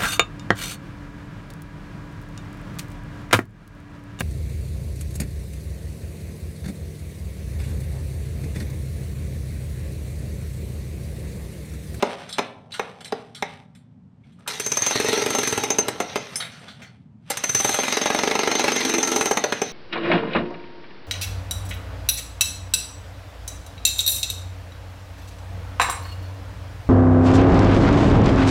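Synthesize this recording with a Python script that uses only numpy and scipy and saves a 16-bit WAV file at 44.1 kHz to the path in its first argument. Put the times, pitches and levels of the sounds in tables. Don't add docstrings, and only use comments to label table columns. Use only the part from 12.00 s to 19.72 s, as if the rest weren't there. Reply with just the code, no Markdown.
import sys
import numpy as np
from scipy import signal
from scipy.fft import rfft, irfft, next_fast_len
from scipy.io import wavfile

SR = 44100
rng = np.random.default_rng(int(sys.argv[2]) if len(sys.argv) > 2 else 0)


def to_wav(s):
    ch = np.atleast_2d(s).T
    pcm = np.round(np.clip(ch, -1, 1) * 32767)
    wavfile.write(sys.argv[1], SR, pcm.astype(np.int16))


N = 340452


# start in seconds, strength in dB, boom of the log in dB,
# wood knock in dB, chisel ring in dB.
PISTON_BLOWS = [(2.4772, -23, -46, -55, -30), (2.598, -15.5, -32, -31, -13.5),
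                (2.6629, -17, -33.5, -29, -9.5), (2.718, -19.5, -31, -32, -8), (2.7706, -12, -44, -21, -9),
                (2.82, -17, -31, -28, -7.5), (2.8635, -11.5, -39, -21.5, -5.5),
                (2.9078, -15, -33, -23.5, -10), (2.9551, -15.5, -24.5, -24.5, -18),
                (2.9987, -13, -21.5, -25, -23), (3.0452, -16.5, -20, -27, -27),
                (3.085, -11.5, -19.5, -30, -16), (3.1288, -9.5, -21, -22.5, -24),
                (3.1738, -16, -21, -26, -16), (3.22, -16.5, -23.5, -35, -16), (3.261, -13, -22, -33, -23),
                (3.3036, -12.5, -23, -31, -12.5), (3.3482, -16.5, -24, -17, -10.5),
                (3.3849, -11, -20, -23.5, -14), (3.4314, -12.5, -25, -32, -13), (3.473, -10, -25, -42, -14),
                (3.5243, -12, -24.5, -25, -16), (3.576, -13.5, -28, -20, -11.5),
                (3.6355, -10.5, -21.5, -26, -12), (3.703, -12, -27, -19, -10),
                (3.785, -12, -22.5, -18.5, -9.5), (3.8827, -7.5, -20.5, -20, -40),
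                (4.0018, -11, -25, -13.5, -13), (4.157, -10, -20, -17.5, -17),
                (5.3022, -19.5, -66, -22, -21), (5.371, -15, -49, -34, -12.5),
                (5.438, -10.5, -39, -24.5, -10.5), (5.493, -15, -33, -49, -17),
                (5.5477, -8.5, -25, -27.5, -8), (5.5999, -15.5, -30, -21, -23), (5.6462, -10, -24, -19, -9),
                (5.6915, -10.5, -29, -21.5, -11), (5.7419, -9.5, -36, -20.5, -16),
                (5.7874, -23, -31, -18.5, -12), (5.8328, -11.5, -35, -20, -16),
                (5.88, -12, -30, -20.5, -12), (5.9239, -9.5, -30, -19, -25),
                (5.9694, -9, -24.5, -19.5, -15), (6.014, -11, -28, -19, -17.5),
                (6.0572, -8.5, -29, -15, -17), (6.101, -8.5, -24, -18.5, -25),
                (6.1462, -8.5, -24, -16.5, -30), (6.1881, -9, -25, -17, -19),
                (6.2334, -8.5, -21, -18.5, -23), (6.274, -10.5, -21.5, -19, -24),
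                (6.311, -7.5, -24, -18, -32), (6.3523, -7.5, -29, -16, -37), (6.3906, -8, -25, -16.5, -13),
                (6.432, -7.5, -29, -19.5, -31), (6.4735, -10.5, -28, -16.5, -22),
                (6.5139, -9.5, -30, -18.5, -21), (6.552, -9.5, -22.5, -20.5, -14),
                (6.5943, -8.5, -21.5, -19.5, -12), (6.6405, -10.5, -25, -15.5, -18),
                (6.6797, -10, -24, -19.5, -23), (6.7185, -11, -25.5, -20.5, -10),
                (6.761, -13.5, -22, -26, -11.5), (6.8045, -16.5, -25, -25, -12.5),
                (6.849, -12.5, -24, -25, -12.5), (6.893, -11.5, -22, -24, -13.5),
                (6.9381, -10.5, -23.5, -21, -13.5), (6.982, -14.5, -21, -21.5, -7),
                (7.0287, -17, -27, -22, -6), (7.0733, -13, -28, -23, -16), (7.1162, -14, -23, -21, -17),
                (7.1603, -11.5, -20, -18.5, -10.5), (7.2096, -8, -22, -20.5, -18),
                (7.2569, -11, -23, -20, -13), (7.3102, -7.5, -20, -14, -12.5),
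                (7.3713, -7.5, -24, -12, -10), (7.4392, -9.5, -25, -12.5, -11),
                (7.5225, -8.5, -19, -17.5, -20), (7.6166, -10.5, -21, -16, -17)]
# housing, barrel and crack in dB over strength;
# ground, trunk and log in dB over boom; knock in dB; contact time in ms; amount of splintering in the knock.
BLOW_ANSWER = (-2, -5.5, -14, -9.5, -11.5, 5, 0.5, 4, 1.14)
CHISEL_TONES = [(6084, 4.5, 0.047), (6175, 0.5, .05), (6184, -1.5, 0.065), (6280, -2.5, 0.087),
                (6308, 7, 0.043), (6510, -10, 0.027)]
CHISEL_DB = 7


def hammer():
    start, strength, boom, knock, chisel = np.transpose(PISTON_BLOWS)
    when, _, _, _, *seat = np.concatenate(MOTOR_RUNS).T
    extra_crack, extra_ground, extra_trunk = (np.interp(start, when, level) for level in seat)
    housing_db, barrel_db, crack_db, ground_db, trunk_db, *rest = BLOW_ANSWER
    parts = (housing_db, barrel_db, crack_db + extra_crack,
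             ground_db + extra_ground, trunk_db + extra_trunk, *rest)
    chisel_push = bursts(start, chisel + CHISEL_DB, np.full(len(start), 2.9))
    chisel_ring = ring(chisel_push, CHISEL_TONES, vary_db=3.0, wander_s=0.18)
    return strikes(start, strength, boom, knock, parts) + chisel_ring


# start in seconds, strength in dB, boom of the log in dB, wood knock in dB.
HAND_THRUSTS = [(0.0249, -8.5, -24.5, -23), (0.0299, -24, -39, -18.5), (0.3831, -8.5, -33, -21),
                (0.39, -12, -33, -17.5), (0.795, -11, -43, -21), (1.1227, -17.5, -40, -24.5),
                (1.1271, -34.5, -33, -29), (1.4236, -11, -37.5, -23.5)]
THRUST_ANSWER = (-0.5, -3.5, -21, -27.5, -16.5, 12, 5.5, 2, 1.77)


def thrusts():
    return strikes(*np.transpose(HAND_THRUSTS), THRUST_ANSWER)


HOUSING_TONES = [(1066, -8, 0.0073), (1352, 2.5, 0.0087), (1566, -9, 0.05), (1740, 5.5, 0.0053),
                 (1862, -3.5, 0.033), (1986, -2, 0.015), (2132, -1.5, 0.031), (2264, -0.5, 0.011),
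                 (2475, -3.5, 0.027), (2590, 4.5, 0.0084)]
BARREL_TONES = [(2770, 9.5, 0.004), (3088, -7.5, 0.041), (3370, 0.5, 0.0097), (3778, -5, 0.04),
                (3930, -5.5, .025), (4220, 1.5, 0.013), (4830, 3.5, 0.0043), (5310, -0.5, 0.011),
                (5730, -1, 0.016), (6365, 4.5, 0.0053)]
GROUND_TONES = [(83, -11, 0.033), (124, -4, 0.07), (160.6, -14, 0.026)]
TRUNK_TONES = [(248.6, -1.5, 0.3), (270.2, -0.5, 0.33), (322, 1, 0.14), (337.4, 10, 0.087)]
LOG_TONES = [(373, -3.5, 0.017), (414, -4, 0.076), (445.3, 2, 0.058)]
KNOCK_TONES = [(560, -3.5, 0.041), (625.5, 1, 0.031), (718, -7.5, 0.06), (774, 3, 0.027), (874, -3, 0.063),
               (961, -6, 0.06), (1070, -7.5, 0.023), (1340, 0, 0.076)]
THUMP_TONE = [(814, 0, 0.014)]
TREBLE_SPECTRUM = [(6300, -52.5), (6900, -17), (7500, -5), (7950, -12.5), (8400, -3.5), (9000, -6.5),
                   (10800, -12), (12700, -13), (14100, -16), (15300, -24.5), (16000, -50), (16600, -73.5)]
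SCATTER_DB, CONTACT_SPREAD = 1.23, 0.11
WOOD_LAG_MS = 1.49
THUMP_DB = -10


def strikes(start, strength, boom, knock, parts):
    *answer_db, knock_db, contact_ms, splinter = parts
    scatter = SCATTER_DB * rng.standard_normal((6, len(start)))
    housing, barrel, crack = (strength + db + s for db, s in zip(answer_db[:3], scatter[:3]))
    ground, trunk, log = (boom + db + s for db, s in zip(answer_db[3:], scatter[3:]))
    ms = contact_ms * np.exp(CONTACT_SPREAD * rng.standard_normal(len(start)))

    housing_push = bursts(start + WOOD_LAG_MS / 1000, housing, ms, rise_ms=0.36, ragged=0.64)
    barrel_push = bursts(start, barrel, 0.91 * ms, rise_ms=0.28)
    machine = (ring(housing_push, HOUSING_TONES, vary_db=0.5, wander_s=0.15)
               + ring(barrel_push, BARREL_TONES, vary_db=2.6, wander_s=0.076))

    thud = ring(bursts(start, ground, ms, ragged=0.3), GROUND_TONES)
    trunk_push, log_push = pushes(start, trunk, ms, 0.15), pushes(start, log, ms, 0.111)
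    wood = (ring(trunk_push, TRUNK_TONES, vary_db=1.2, flip=0.96, wander_s=0.099)
            + ring(log_push, LOG_TONES, vary_db=2.1, flip=0.9, wander_s=0.12))

    dent = pushes(start, knock + knock_db, 2.02 * ms, splinter)
    wood_knock = ring(dent, KNOCK_TONES, vary_db=0.5, flip=0.83, wander_s=0.24)
    thump = undb(THUMP_DB) * ring(dent, THUMP_TONE, vary_db=4.2)
    treble_crack = colour(bursts(start, crack, 1.85 * ms, rise_ms=0.18), TREBLE_SPECTRUM)
    return machine + thud + wood + wood_knock + thump + treble_crack


PUSH_MS = 0.045
WOOD_LOW_HZ = 213


def pushes(start, db, ms, splinter):
    t = np.arange(256) / SR * 1000 / PUSH_MS
    out = np.zeros(N + 256)
    first = ((start + WOOD_LAG_MS / 1000) * SR).astype(int)
    for i, gain in zip(first, undb(db)):
        out[i:i + 256] += 6 * gain * t * np.exp(-t)
    return highpass(out[:N] + splinter * bursts(start, db, ms, ragged=0.9), 4, WOOD_LOW_HZ)


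# start in seconds, clatter in dB, shank knock in dB,
# collar ring in dB, rattle length in ms (the code stretches or shortens it for some parts).
HOLDER_CLINKS = [(0.291, -34, -38, -37.5, 30), (0.327, -28, -30.5, -25.5, 10), (0.338, -26, -46.5, -35, 12),
                 (0.7073, -28, -59, -57, 10), (0.7198, -23, -41, -35, 18), (0.739, -11.5, -36, -38, 20),
                 (1.0066, -22, -42, -39, 13), (1.0457, -25, -32, -25, 5.8), (1.0555, -19, -35.5, -33, 12),
                 (1.078, -29, -43, -39, 8.9), (1.348, -22, -39.5, -34.5, 25), (1.75, -35.5, -51.5, -52, 19),
                 (2.3234, -48, -65, -66, 19), (2.3915, -57, -59, -82.5, 10), (4.357, -12, -17, -46.5, 7.5),
                 (4.4019, -8.5, -34.5, -41.5, 14), (4.422, -11, -43.5, -41.5, 13),
                 (4.445, -21, -43, -44.5, 24), (4.517, -27, -57, -60, 85), (4.591, -41, -54, -62.5, 36),
                 (4.6813, -22.5, -53, -44, 35), (4.8194, -23, -69, -53, 40)]
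# start in seconds, pitch in Hz, level in dB,
# time to fade by 60 dB in seconds.
CHISEL_PINGS = [(2.236, 2270, -72, 0.045), (2.237, 3400, -76, .06), (2.32, 3300, -72, .04),
                (2.388, 1300, -62, 0.037), (2.463, 1300, -45, .03), (4.358, 9150, -41.5, 0.12),
                (4.358, 10690, -40, 0.25), (4.358, 12940, -55, .3), (4.358, 6200, -42, .06),
                (4.359, 5420, -48, 0.092), (4.404, 3840, -33.5, 0.099), (4.421, 3720, -43, .07),
                (4.445, 3670, -48.5, 0.09)]
HOLDER_TONES = [(1340, 4, 0.0072), (2200, 8, 0.0048), (2770, -6, 0.016), (3180, 1.5, 0.0064),
                (4360, -2.5, 0.013), (6000, 4.5, 0.0023)]
SHANK_TONES = [(5260, -4.5, 0.018), (5500, -14, 0.076), (5760, -20, 0.022), (6160, -5, 0.012)]
COLLAR_TONES = [(3070, -8.5, 0.0087), (3470, -1, 0.015), (3970, -1.1, 0.01), (4470, -3, 0.0071)]
CLINK_TOP_HZ = 9600


def clinks():
    start, clatter, shank, collar, ms = np.transpose(HOLDER_CLINKS)
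    holder_rattle = ring(bursts(start, clatter - 16, ms, rise_ms=0.92), HOLDER_TONES)
    shank_knock = ring(bursts(start, shank + 9, 0.064 * ms), SHANK_TONES)
    collar_push = bursts(start, collar + 3, 1.17 * ms, rise_ms=1.2, ragged=0.69)
    tick = lowpass(colour(bursts(start, shank - 0.2, 1.4 * ms), TREBLE_SPECTRUM), 3, CLINK_TOP_HZ)
    pings = 0
    for at, hz, db, t60 in CHISEL_PINGS:
        pings = pings + ring(bursts([at], [db], [11], ragged=0.77), [(hz, 0, t60)], vary_db=1)
    return holder_rattle + shank_knock + ring(collar_push, COLLAR_TONES) + tick + undb(16.5) * pings


# time in seconds, gear clatter in dB, drone into the wood in dB,
# buzz of the loose chisel in dB, extra treble crack in dB, extra ground thud in dB, trunk over log in dB.
MOTOR_RUNS = [
    [(2.476, -26.5, -30.5, -92, 16.5, 0.5, -15), (2.64, -34.5, -40, -24, 7.5, 8, -3),
     (2.81, -28, -50, -22, 2, 13, 16), (3.13, -22, -22.5, -21.5, 1.5, -1, -1.5),
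     (3.31, -28, -25.5, -24, 4.5, -3, 4), (3.49, -25.5, -30.5, -18.5, 1.5, 8, 5.5),
     (3.85, -37.5, -30.5, -36, 3.5, 0, 2), (4.19, -35, -37, -41, -5, -4, -23),
     (4.36, -39, -64, -49, 11, -4, -9)],
    [(5.3, -24, -74, -86, 20, -11, 1), (5.36, -35, -62, -49, 6.5, 2, -2), (5.5, -35, -69, -20, 4.5, 14, -8),
     (5.66, -24, -47, -12.5, 5, 10, 9), (5.87, -25.5, -42.5, -20.5, -2, 5, 16.5),
     (6.36, -28, -25, -25.5, -9, -22, -0.5), (6.79, -22, -30.5, -25.5, 1.5, -7, 14),
     (7.24, -31, -24.5, -17.5, 0.5, -10, 5.5), (7.4, -34, -36, -30.5, -5, -17, 5),
     (7.72, -36.5, -58, -36, -7, -27, -21)],
]
SHAKE_DB, SHAKE_S = -1, 0.0098
BRUSH_TOP_HZ = 14000


def motor():
    clatter, drone, buzz, treble, _, trunk = curves(MOTOR_RUNS)
    t, blows = np.arange(N) / SR, np.array(PISTON_BLOWS)[:, 0]
    last_blow = blows[np.maximum(np.searchsorted(blows, t) - 1, 0)]
    shaken = 1 + undb(SHAKE_DB) * np.exp(-np.abs(t - last_blow) / SHAKE_S)
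    teeth = unit(grit(3000, 1.2) * undb(1.36 * walk(60)) * shaken)

    machine = clatter * ring(teeth, HOUSING_TONES + BARREL_TONES, vary_db=3.0)
    trunk_drone = undb(-10) * drone * trunk * ring(teeth, TRUNK_TONES, vary_db=0.5, wander_s=0.34)
    log_drone = undb(-2.0) * drone * ring(teeth, LOG_TONES + KNOCK_TONES, vary_db=2.5, wander_s=0.13)
    chisel_buzz = undb(-7.5) * buzz * ring(teeth, CHISEL_TONES, vary_db=3.0, wander_s=0.15)
    hiss = lowpass(colour(grit(11000, 0.65), TREBLE_SPECTRUM), 2, BRUSH_TOP_HZ)
    hiss_gain = undb(-21.5) * buzz + undb(-26.5) * clatter * treble
    return machine + trunk_drone + log_drone + chisel_buzz + hiss_gain * hiss


# start in seconds, hold in seconds, bark in dB, chips in dB.
RUSTLE_SPILLS = [(0., 0.12, -37, -38), (0.204, 0.11, -52, -47), (0.385, 0.033, -48, -40.5),
                 (0.51, 0.57, -54, -77), (0.818, 0.097, -47, -47), (1.14, 0.072, -59, -51),
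                 (1.428, 0.093, -70, -48), (1.747, 0.79, -76.5, -85), (2.244, 0.088, -85.5, -69.5),
                 (2.4, 0.1, -62, -63), (4.36, 0.047, -41.5, -39.5), (4.48, 0.15, -68, -53.5),
                 (4.612, 0.071, -46.5, -46.5), (4.816, 0.022, -53, -52), (5.28, .04, -60, -51.5)]
BARK_SPECTRUM = [(250, -26), (400, -4), (750, 1), (1100, -14), (1600, -51.5)]
CHIPS_SPECTRUM = [(700, -46), (1200, -6.5), (2260, -8), (3500, -9.5), (4500, -16.5), (6300, -19.5),
                  (7000, -48)]
RISE_DB_S, FALL_DB_S = 381.5, 136.5
RUSTLE_TREBLE_DB, CHIPS_TOP_HZ = -14, 10000


def rustle():
    t, bark, chips = np.arange(N) / SR, 0, 0
    for start, hold, bark_db, chips_db in RUSTLE_SPILLS:
        swell = -RISE_DB_S * np.maximum(start - t, 0)
        fall = -FALL_DB_S * np.maximum(t - start - hold, 0)
        bark = bark + undb(bark_db + swell + fall)
        chips = chips + undb(chips_db + swell + fall)
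    grains = grit(4700, 2.1) * undb(2 * walk(30))
    fine_top = undb(RUSTLE_TREBLE_DB) * lowpass(colour(grains, TREBLE_SPECTRUM), 3, CHIPS_TOP_HZ)
    return bark * colour(grains, BARK_SPECTRUM) + chips * (colour(grains, CHIPS_SPECTRUM) + fine_top)


WALL_MS, WALL_DB = 4.85, -15.5


def wall_slap(hits):
    lag = int(WALL_MS * SR / 1000)
    return undb(WALL_DB) * np.r_[np.zeros(lag), hits[:-lag]]


# pitch in Hz, time to fade by 60 dB in seconds.
YARD_FADE = [(250, 0.52), (800, 0.55), (2500, 0.41), (7000, 0.15), (13000, 0.0073)]
YARD_DB = -10


def yard(x):
    t, tail = np.arange(SR // 2) / SR, 0
    between = [np.sqrt(a[0] * b[0]) for a, b in zip(YARD_FADE, YARD_FADE[1:])]
    edges = [60] + between + [20000]
    for (_, t60), low, high in zip(YARD_FADE, edges, edges[1:]):
        band_filter = signal.butter(2, [low, high], "band", fs=SR, output="sos")
        band = signal.sosfilt(band_filter, rng.standard_normal(len(t)))
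        tail = tail + band * np.exp(-np.log(1000) * t / t60) / np.sqrt(t60)
    tail = tail * (1 - np.exp(-t / 0.0012))
    return signal.fftconvolve(x, undb(YARD_DB) * tail / np.sqrt(np.sum(tail ** 2)))[:N]


TOWN_SPECTRUM = [(15, -42.5), (40, -28), (102, -5.5), (159, -4.5), (188, -4), (213, -8), (247, -7),
                 (316, -27), (349, -26.5), (425, -30.5), (650, -34.5), (911, -33.5), (1080, -39.5),
                 (9000, -65.5), (11700, -106), (19800, -120)]
TOWN_DB = -45


def town():
    return undb(TOWN_DB + 1.0 * walk(1.0)) * colour(rng.standard_normal(N), TOWN_SPECTRUM)


def ring(x, modes, vary_db=4.5, flip=-1, wander_s=0.04):
    out, power = 0, 0
    knots = np.arange(0, N + SR, max(wander_s, 0.03) * SR)
    for k, (hz, db, t60) in enumerate(modes):
        r, turn = np.exp(-np.log(1000) / (t60 * SR)), 2 * np.pi * hz / SR
        share = np.interp(np.arange(N), knots, undb(db + vary_db * rng.standard_normal(len(knots))))
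        out = out + signal.lfilter([0, flip ** k * r * np.sin(turn)], [1, -2 * r * np.cos(turn), r * r], share * x)
        power += undb(2 * db) / 2 / (1 - r * r)
    return out / np.sqrt(power)


def bursts(start, db, ms, rise_ms=1.0, ragged=0.78):
    size = 2048 if max(ms) < 12 else 4096
    out, t = np.zeros(N + size), np.arange(size) / SR * 1000
    shove = 6 * np.exp(-t / 0.067)
    for at, gain, length in zip(start, undb(db), ms):
        i = int(at * SR)
        rattle = rng.standard_normal(size) * (1 - np.exp(-t / rise_ms)) * np.exp(-t / max(length, 0.3))
        out[i:i + size] += gain * (ragged * rattle + (1 - ragged) * shove)
    return out[:N]


def grit(rate, spread_db):
    hit = rng.random(N) < rate / SR
    return unit(hit * rng.standard_normal(N) * undb(spread_db * rng.exponential(size=N)))


def walk(rate):
    levels = rng.standard_normal(512)
    return unit(np.interp(np.arange(N) / SR * rate, np.arange(len(levels)), levels))


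def curves(spans):
    t, total = np.arange(N) / SR, 0
    for span in spans:
        when, *columns = np.transpose(span)
        total = total + np.array([undb(np.interp(t, when, c, left=-120, right=-120)) for c in columns])
    return total


def colour(x, points):
    hz, db = np.transpose(points)
    size = next_fast_len(len(x))
    log_hz = np.log(np.fft.rfftfreq(size, 1 / SR) + 1)
    gain = undb(np.interp(log_hz, np.log(hz), db, left=-90, right=-90))
    return irfft(rfft(x, size) * unit(gain), size)[:len(x)]


def lowpass(x, order, hz):
    return signal.sosfilt(signal.butter(order, hz, fs=SR, output="sos"), x)


def highpass(x, order, hz):
    return signal.sosfilt(signal.butter(order, hz, "high", fs=SR, output="sos"), x)


def undb(db):
    return 10 ** (np.asarray(db) / 20)


def unit(x):
    return x / np.sqrt(np.mean(x ** 2))


def scene():
    hits = hammer() + thrusts() + clinks()
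    return (hits + wall_slap(hits) + yard(hits) + motor() + rustle() + town())[None]


BASS_HZ, TOP_HZ = 58.3, 16300


def record(dry):
    rounded = np.tanh(1.273 * highpass(dry, 2, BASS_HZ)) / 1.707
    return signal.sosfilt(signal.ellip(8, 0.2, 70, TOP_HZ, fs=SR, output="sos"), rounded)


dry = scene()
out = record(dry)
to_wav(out)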